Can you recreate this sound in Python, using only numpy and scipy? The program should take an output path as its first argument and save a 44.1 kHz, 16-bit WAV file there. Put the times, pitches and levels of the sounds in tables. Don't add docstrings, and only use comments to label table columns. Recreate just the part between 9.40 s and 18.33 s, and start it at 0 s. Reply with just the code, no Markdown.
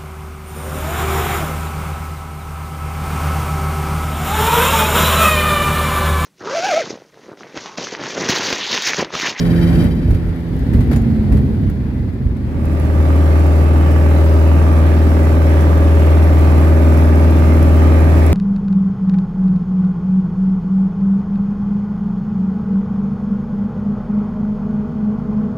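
import sys
import numpy as np
from scipy import signal
from scipy.fft import rfft, irfft, next_fast_len
from scipy.io import wavfile
from scipy.ndimage import uniform_filter1d, map_coordinates

SR = 44100
rng = np.random.default_rng(int(sys.argv[2]) if len(sys.argv) > 2 else 0)


def waveform_to_disk(signal):
    frames = np.transpose(np.atleast_2d(signal))
    scaled = np.clip(frames, -1, 1) * 32767
    samples = np.round(scaled).astype(np.int16)
    wavfile.write(sys.argv[1], SR, samples)


N = 393813
TIME = np.arange(N) / SR

# [t/s, rate/firings per s]
FIRING_RATE = [(3.3, 78.45), (4, 79.22), (4.65, 79.5), (5.9, 79.75), (7.15, 79.82), (8.93, 80.5)]
# [t/s, level/dB]
THIRD_HARMONIC = [(4.6, -32.5), (5.7, -24), (6.2, -30.5), (6.8, -33.5), (7.4, -25), (8.4, -23), (8.93, -30)]
# [place/cycles, level/dB]
CYLINDERS = [(.12, -5), (.41, -13), (.66, -2), (0.869, -9)]
# [f/Hz, level/dB]
ORDER_SLOPE = [(40, -27), (60, -22), (100, -34), (220, -35), (450, -35), (750, -35), (1040, -42),
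               (1400, -48), (2200, -49), (2700, -53)]
# [f/Hz, half width/Hz, lift/dB]
RESONANCES = [(133, 24, 14.5), (177, 26, 13.5), (282, 16, 14), (322, 27, 15), (389, 19, 14), (527, 16, 8),
              (560, 12, 13.5), (607, 15, 12.5), (860, 12, 8), (1160, 45, 8), (1218, 22, 10), (1280, 18, 7),
              (1525, 35, 4), (2072, 18, 10)]
# [f/Hz, level/dB]
BARK_COLOUR = [(450, -42), (700, 3), (860, 1.5), (1030, -3), (1190, -1), (1290, 6), (1380, 2), (1550, -6),
               (2070, -9), (2600, -19.5), (2900, -18), (6000, -47)]
RUMBLE_COLOUR = [(15, -29), (40, -1.5), (70, -2.5), (140, 0), (200, -6.5), (270, 1.5), (380, -5), (470, -7),
                 (570, -5.5), (700, -16), (1000, -43.5), (2000, -76)]
RUSH_COLOUR = [(450, -36), (650, -1.5), (860, -6), (1050, -7.5), (1190, -1), (1290, -6.5), (1380, -20),
               (1560, -7), (2100, -11.5), (2580, -13), (2850, -16.5), (3400, -20), (5500, -26.5),
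               (9000, -60)]
HISS_COLOUR = [(2500, -24), (4500, -10.5), (5800, 0.5), (6800, -2), (7700, 0), (8700, -4), (10000, -0.5),
               (11700, -0.5), (13500, -3.5), (16000, -4.5)]
TICK_COLOUR = [(2000, -25), (5400, -10), (8500, -11), (10500, 0), (11900, -4), (13500, -7), (16000, -17)]
# [t/s, level/dB]
STONES = [(3.254, -38), (3.398, -36), (3.76, -37), (4.41, -38), (7.18, -37), (8.167, -35), (8.227, -30),
          (8.864, -29)]
# [f/Hz, level/dB]
SECOND_SEAT = [(60, 0.43), (130, 0.8), (260, -1.5), (520, -0.5), (1100, -1.5), (2000, -2), (4000, 1.6),
               (8000, 0.5), (12000, 0.3)]

# [t/s, blade pass f/Hz]
BLADE_PASS = [(0, 84.7), (.6, 84.43), (1.05, 83.6), (1.35, 81.12), (1.9, 70), (2.3, 66.07), (3, 61.67),
              (3.7, 60)]
# [f/Hz, level/dB]
CABIN_RESPONSE = [(120, -31), (136, -21), (153, -36), (169, -24), (187, -30), (208, -16), (229, -16.5),
                  (255, -32.5), (340, -31), (430, -37), (600, -39.5)]
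# [t/s, rate/squeaks per s]
SQUEAK_RATE = [(0, 19.6), (.4, 16.4), (.55, 17.8)]
# [harmonic/number, level/dB]
SQUEAL_TONES = [(2, -6), (3, 2.5), (4, 4), (5, -0.5), (6, 1), (7, -5.5), (8, -12), (10, -17), (13, -10),
                (14, -6), (15, -8), (17, -21), (19, -15)]
# [t/s, level/dB]
ROUGHNESS = [(0, -3.5), (.33, 1), (.62, -2.5), (1.02, -9.5), (1.2, -2.5), (1.4, 0.5), (2.08, -1), (2.5, -5),
             (3, -5), (3.3, -5.5)]
# [t/s, thump level/dB, boom level/dB]
BUMPS = [(.38, -13, -18), (.44, -15, -19), (.71, -11, -24.5), (.87, -16.5, -31), (1.36, -10, -18),
         (1.53, -17, -17.5), (1.95, -8, -14), (2.1, -22, -19.5), (2.25, -17, -24), (2.66, -22, -33),
         (2.87, -16.5, -31)]
# [t/s, clatter level/dB, t60/s]
JOLTS = [(.441, -37, .05), (.706, -41.5, 0.097), (.745, -46, 0.11), (1.191, -44, .03), (1.334, -43.5, 0.14),
         (1.405, -45, 0.14), (1.513, -41.5, 0.15), (1.53, -41.5, 0.11), (1.56, -37, 0.072),
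         (1.62, -44, 0.029), (1.921, -43, .11), (1.97, -46, 0.1), (2.298, -42.5, .05), (2.735, -51, .025),
         (2.968, -48, .03)]
# [f/Hz, level/dB, t60/s]
FITTING_MODES = [(6900, 2, 0.14), (9351, -4, 0.18), (11750, -7, .11)]
# [f/Hz, level/dB]
THUMP_COLOUR = [(15, -37), (28, -23), (42, 3), (58, 5.5), (80, 4.5), (120, 0.5), (170, -14), (300, -67.5)]
BOOM_COLOUR = [(70, -48), (125, 2), (180, -5), (240, 1), (320, -9.5), (480, -18.5), (650, -31.5),
               (1000, -35.5), (2000, -68)]
AIR_COLOUR = [(290, -30), (500, -7.5), (585, -9), (792, -12), (996, -16.5), (1220, -17.5), (1350, -16.5),
              (1940, -15.5), (2820, -26), (4680, -30), (5750, -39.5), (9000, -46), (11700, -73),
              (19800, -120)]
TRIM_COLOUR = [(1500, -34), (4000, -4), (7000, -5.5), (8800, -4.5), (11000, -1), (13500, -2), (16000, -9)]
# [f/Hz, level/dB]
FIRST_SEAT = [(60, -0.5), (150, -1.5), (380, 0), (950, -0.2), (2400, 2), (6000, 1.6), (15000, 0.5)]
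# [f/Hz, likeness/0 to 1]
LIKENESS = [(60, 0.88), (150, 1), (380, 0.84), (950, 0.33), (2400, 0)]

DRONE_DB, ORDERS_DB, RUMBLE_DB, BARK_DB, RUSH_DB, HISS_DB = -9.5, -10, -23.5, -38, -32.5, -45
EXHAUST_GROWS_DB_PER_S, RUSH_GROWS_DB_PER_S = 0.46, 0.5
HALF_ORDER_DB, HALF_ORDER_HZ = -4.5, 634

CLOSE_START_S, CLOSE_END_S = 0.42, 0.54
PROP_OPEN_DB, AIR_OPEN_DB, TRIM_OPEN_DB = 9, 6.5, 9.5
BLADE_TILT_DB = -2
BLADE_SPEED_POWER = 1.55
SQUEAK_DB, SQUEAK_HOLD_S, SQUEAK_FADE_DB_PER_S = -47.5, 0.37, 42

WHEELS_DB, HULL_DB, AIR_DB, TRIM_DB = -16.5, -19, -37.5, -55.5
AIR_FALL_DB_PER_S, TRIM_FALL_DB_PER_S, SLOWING_S = 3, 5, 1.52
AIR_FOLLOWS, TRIM_FOLLOWS = 0.29, 0.25
BUMP_RISE_S, BUMP_FALL_S = 0.031, 0.04
AIR_BUMP_DB, TRIM_BUMP_DB = -30, -44
CRUNCH_DB, CRUNCH_T60_S, CRUNCH_DB_PER_DOUBLING = 11.5, 0.11, 6
FITTING_S, FITTING_DB = 1.56, -45

FADE_IN_S, FADE_OUT_S, FADE_END_S = 2.976, 3.47, 3.83
FADE_SHAPE = 0.81
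TOP_HZ = 15850


def drone(cycles, left_lead=0.19):
    phase = 2 * np.pi * len(CYLINDERS) * cycles + left_lead * np.array([[0.5], [-0.5]])
    level_db = DRONE_DB + 0.25 * wobble(12) + 0.25 * wobble(1.5)
    main = amp(level_db) * np.sqrt(2) * np.sin(phase)
    third = amp(curves(THIRD_HARMONIC)[0] + wobble(6)) * tone(cycles, 12, spread=0.5)
    return main + third


def engine_orders(cycles, waver=0.14, count=135):
    order = np.arange(count)
    hz = order * (cycles[-1] / TIME[-1])
    lifts = sum(lift * np.exp(-((hz - centre) / width) ** 2) for centre, width, lift in RESONANCES)
    half_order_db = HALF_ORDER_DB * (order % 2) * (hz > HALF_ORDER_HZ)
    level_db = along(ORDER_SLOPE, hz) + lifts + half_order_db
    sounding = ~np.isin(order, [0, 1, 4, 12])
    apart = np.arccos(np.clip(along(LIKENESS, hz), -1, 1)) * rng.choice([-1, 1], count)
    phase = 2 * np.pi * rng.random(count) + np.array([apart, -apart]) / 2
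    lines = sounding * amp(level_db) * np.exp(1j * phase)
    drift = 0
    for _ in range(3):
        scrambled = lines * np.exp(2j * np.pi * rng.random(count))
        drift = drift + wobble(5) * repeating(cycles, scrambled)
    return repeating(cycles, lines) + waver * drift


def repeating(cycles, lines, size=32768):
    wave = irfft(lines, size) * size / np.sqrt(2)
    return wave[:, (cycles % 1 * size).astype(int)]


def exhaust_bark(cycles, scatter_db=2.5):
    jitter_s, cabin_t60 = 0.00006, 0.02
    pulses = np.zeros(N)
    for place, db in CYLINDERS:
        at = np.interp(np.arange(int(cycles[-1]) - 1) + place, cycles, TIME)
        late, size = rng.standard_normal((len(at), 2)).T
        sample = np.clip((at + jitter_s * late) * SR, 0, N - 1).astype(int)
        pulses += np.bincount(sample, amp(db + scatter_db * size), N)
    age = TIME[:4096]
    cabin = rng.standard_normal((2, len(age))) * amp(-60 * age / cabin_t60)
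    return coloured(signal.fftconvolve(pulses[None], cabin, axes=1)[:, :N], BARK_COLOUR)


def exhaust_rumble(puffs):
    return noise(RUMBLE_COLOUR, 1 + 0.4 * puffs)


def slipstream_rush(puffs):
    return patchy(noise(RUSH_COLOUR, 1 + 0.69 * puffs), depth_db=1.98)


def hull_hiss(puffs):
    spray = grains(rate=120, spread_db=2.0, life=0.0016)
    return patchy(noise(HISS_COLOUR, (1 + 0.26 * puffs) * spray), depth_db=1.5)


def hull_stones():
    blows = sum(amp(db) * decay(s, t60=0.025) for s, db in STONES)
    return blows * noise(TICK_COLOUR)


def full_power():
    cycle_hz = curves(FIRING_RATE)[0] / len(CYLINDERS)
    cycles = np.cumsum(cycle_hz * (1 + 0.000811 * wobble(9))) / SR
    puffs = sum(amp(db) * np.exp(-((cycles - place) % 1) / 0.25) for place, db in CYLINDERS)
    running = np.maximum(TIME - FADE_END_S, 0)
    exhaust_db = EXHAUST_GROWS_DB_PER_S * running
    flow_db = RUSH_GROWS_DB_PER_S * running + 0.5 * wobble(14)
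    orders = amp(ORDERS_DB + exhaust_db) * engine_orders(cycles)
    bark = amp(BARK_DB + flow_db) * exhaust_bark(cycles)
    rumble = amp(RUMBLE_DB + exhaust_db) * exhaust_rumble(puffs)
    rush = amp(RUSH_DB + flow_db) * slipstream_rush(puffs)
    hiss = amp(HISS_DB + flow_db) * hull_hiss(puffs)
    fade = np.interp(TIME, [FADE_IN_S, FADE_END_S], [0, 1]) ** FADE_SHAPE
    engine = drone(cycles) + orders + bark + rumble + rush + hiss
    return seated(fade * engine + hull_stones(), SECOND_SEAT, lead=0.0002)


def throttle():
    return np.interp(TIME, [CLOSE_START_S, CLOSE_END_S], [1, 0])


def windmilling_prop():
    hz, = curves(BLADE_PASS)
    turns = np.cumsum(hz * (1 + 0.0033 * wobble(12))) / SR
    hum = np.zeros((2, N))
    for harmonic in range(2, 8):
        flutter_db = 0.87 * (harmonic - 1) ** 0.66 * wobble(19)
        level_db = along(CABIN_RESPONSE, harmonic * hz) + BLADE_TILT_DB * (harmonic - 2) + flutter_db
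        hum += amp(level_db) * tone(turns, harmonic, spread=0.53)
    return amp(PROP_OPEN_DB * throttle()) * (hz / hz[0]) ** BLADE_SPEED_POWER * hum


def squeal(hz=782.0, bend=0.012, duty=0.72, uneven=0.16, edge=0.12):
    place = (np.cumsum(curves(SQUEAK_RATE)[0]) / SR + 0.08) % 1
    length = np.clip(duty + uneven * wobble(14), 0.4, 1)
    rubbing = np.clip(np.minimum(place, length - place) / edge, 0, 1)
    pitch = 1 + 0.0012 * wobble(90) + bend * rubbing * (place / length - 0.5)
    turns = np.cumsum(hz * pitch) / SR
    rub = sum(amp(db) * tone(turns, harmonic, spread=1.67) for harmonic, db in SQUEAL_TONES)
    level_db = SQUEAK_DB - SQUEAK_FADE_DB_PER_S * np.maximum(TIME - SQUEAK_HOLD_S, 0)
    flutter_db = 1.5 * wobble(190) + 1.1 * wobble(19)
    return amp(level_db + flutter_db) * rubbing * rub


def jolts():
    clatter, crunch = np.zeros(N), np.zeros(N)
    for s, db, t60 in JOLTS:
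        crunch_db = CRUNCH_DB + CRUNCH_DB_PER_DOUBLING * np.log2(t60 / CRUNCH_T60_S)
        blow = decay(s, t60)
        clatter += amp(db) * blow
        crunch += amp(db + crunch_db) * blow
    ring = np.zeros((2, N))
    for hz, db, t60 in FITTING_MODES:
        ring += amp(FITTING_DB + db) * decay(FITTING_S, t60) * tone(TIME, hz, spread=1.4)
    grit = noise(TRIM_COLOUR, grains(rate=500, spread_db=0.5, life=0.001))
    return clatter * grit + crunch * noise(AIR_COLOUR) + ring


def ground_roll():
    rough_db, = curves(ROUGHNESS)
    swells = []
    for s, _, _ in BUMPS:
        width = np.where(TIME < s, BUMP_RISE_S, BUMP_FALL_S)
        swells.append(np.exp(-((TIME - s) / width) ** 2 / 2))
    thumps, booms = amp(np.transpose(BUMPS)[1:]) @ np.array(swells)
    slowed = np.maximum(TIME - SLOWING_S, 0)
    air_db = AIR_DB + AIR_OPEN_DB * throttle() + AIR_FOLLOWS * rough_db - AIR_FALL_DB_PER_S * slowed
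    trim_db = TRIM_DB + TRIM_OPEN_DB * throttle() + TRIM_FOLLOWS * rough_db - TRIM_FALL_DB_PER_S * slowed
    wheels = np.hypot(amp(WHEELS_DB + rough_db), thumps) * noise(THUMP_COLOUR)
    hull = np.hypot(amp(HULL_DB + rough_db), booms) * noise(BOOM_COLOUR)
    flow = patchy(noise(AIR_COLOUR, amp(0.72 * wobble(70))), depth_db=1.0)
    air = np.hypot(amp(air_db), amp(AIR_BUMP_DB) * booms) * flow
    rattle = noise(TRIM_COLOUR, grains(rate=100, spread_db=3.0, life=0.0015))
    trim = np.hypot(amp(trim_db), amp(TRIM_BUMP_DB) * booms) * rattle
    return wheels + hull + air + trim


def tone(turns, harmonic, spread):
    start, apart = rng.random(), rng.choice([-1, 1]) * spread / 2
    phase = 2 * np.pi * ((harmonic * turns + start) % 1) + np.array([[apart], [-apart]])
    return np.sqrt(2) * np.sin(phase.astype(np.float32))


def decay(s, t60):
    age = np.maximum(TIME - s, 0)
    return (1 - np.exp(-age / 0.0004)) * amp(-60 * np.minimum(age / t60, 3))


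def grains(rate, spread_db, life):
    chance = rng.random(N)
    size = np.minimum(rng.exponential(size=N), 4)
    hits = (chance < rate / SR) * amp(spread_db * size) ** 2
    power = 1 + signal.lfilter([1], [1, -np.exp(-1 / (life * SR))], hits)
    return np.sqrt(power)


def noise(spectrum, swell=1):
    return coloured(swell * rng.standard_normal((2, N)), spectrum)


def coloured(pair, spectrum):
    def response(hz):
        turn = np.arccos(np.clip(along(LIKENESS, hz), -1, 1)) / 2
        return amp(along(spectrum, hz)) * [np.cos(turn), np.sin(turn)]
    mid, side = filtered(pair, response)
    return unit(np.array([mid + side, mid - side]))


def patchy(x, depth_db):
    z = signal.stft(x, nperseg=1024)[2]
    field = uniform_filter1d(rng.standard_normal(z.shape[1:]), 4, axis=0)
    field = uniform_filter1d(field, 14, axis=1)
    return unit(signal.istft(z * amp(depth_db * unit(field)), nperseg=1024)[1][:, :N])


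def seated(x, balance, lead=0):
    sides = np.array([[1], [-1]])

    def response(hz):
        return amp(sides * along(balance, hz)) * np.exp(1j * np.pi * sides * hz * lead)
    return filtered(x, response)


def filtered(x, response):
    m = next_fast_len(N + 8192)
    return irfft(rfft(x, m) * response(np.fft.rfftfreq(m, 1 / SR)), m)[..., :N]


def wobble(rate):
    coarse = TIME[::64]
    knots = rng.standard_normal(int(TIME[-1] * rate) + 4)
    return np.interp(TIME, coarse, map_coordinates(knots, [coarse * rate]))


def curves(rows):
    s, *cols = np.transpose(rows)
    return [np.interp(TIME, s, c) for c in cols]


def along(points, hz):
    f, v = np.transpose(points)
    return np.interp(np.log(hz + 1), np.log(f + 1), v)


def amp(db):
    return 10 ** (np.asarray(db) / 20)


def unit(x):
    return x / np.sqrt(np.mean(x ** 2) + 1e-20)


def scene():
    rolling = windmilling_prop() + squeal() + ground_roll() + jolts()
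    fade = np.interp(TIME, [FADE_OUT_S, FADE_END_S], [1, 0])
    return full_power() + seated(fade * rolling, FIRST_SEAT)


def record(dry):
    rounded = dry / (1 + np.abs(dry) ** 10) ** (1 / 10)
    return filtered(rounded, lambda hz: hz < TOP_HZ)


dry = scene()
out = record(dry)
waveform_to_disk(out)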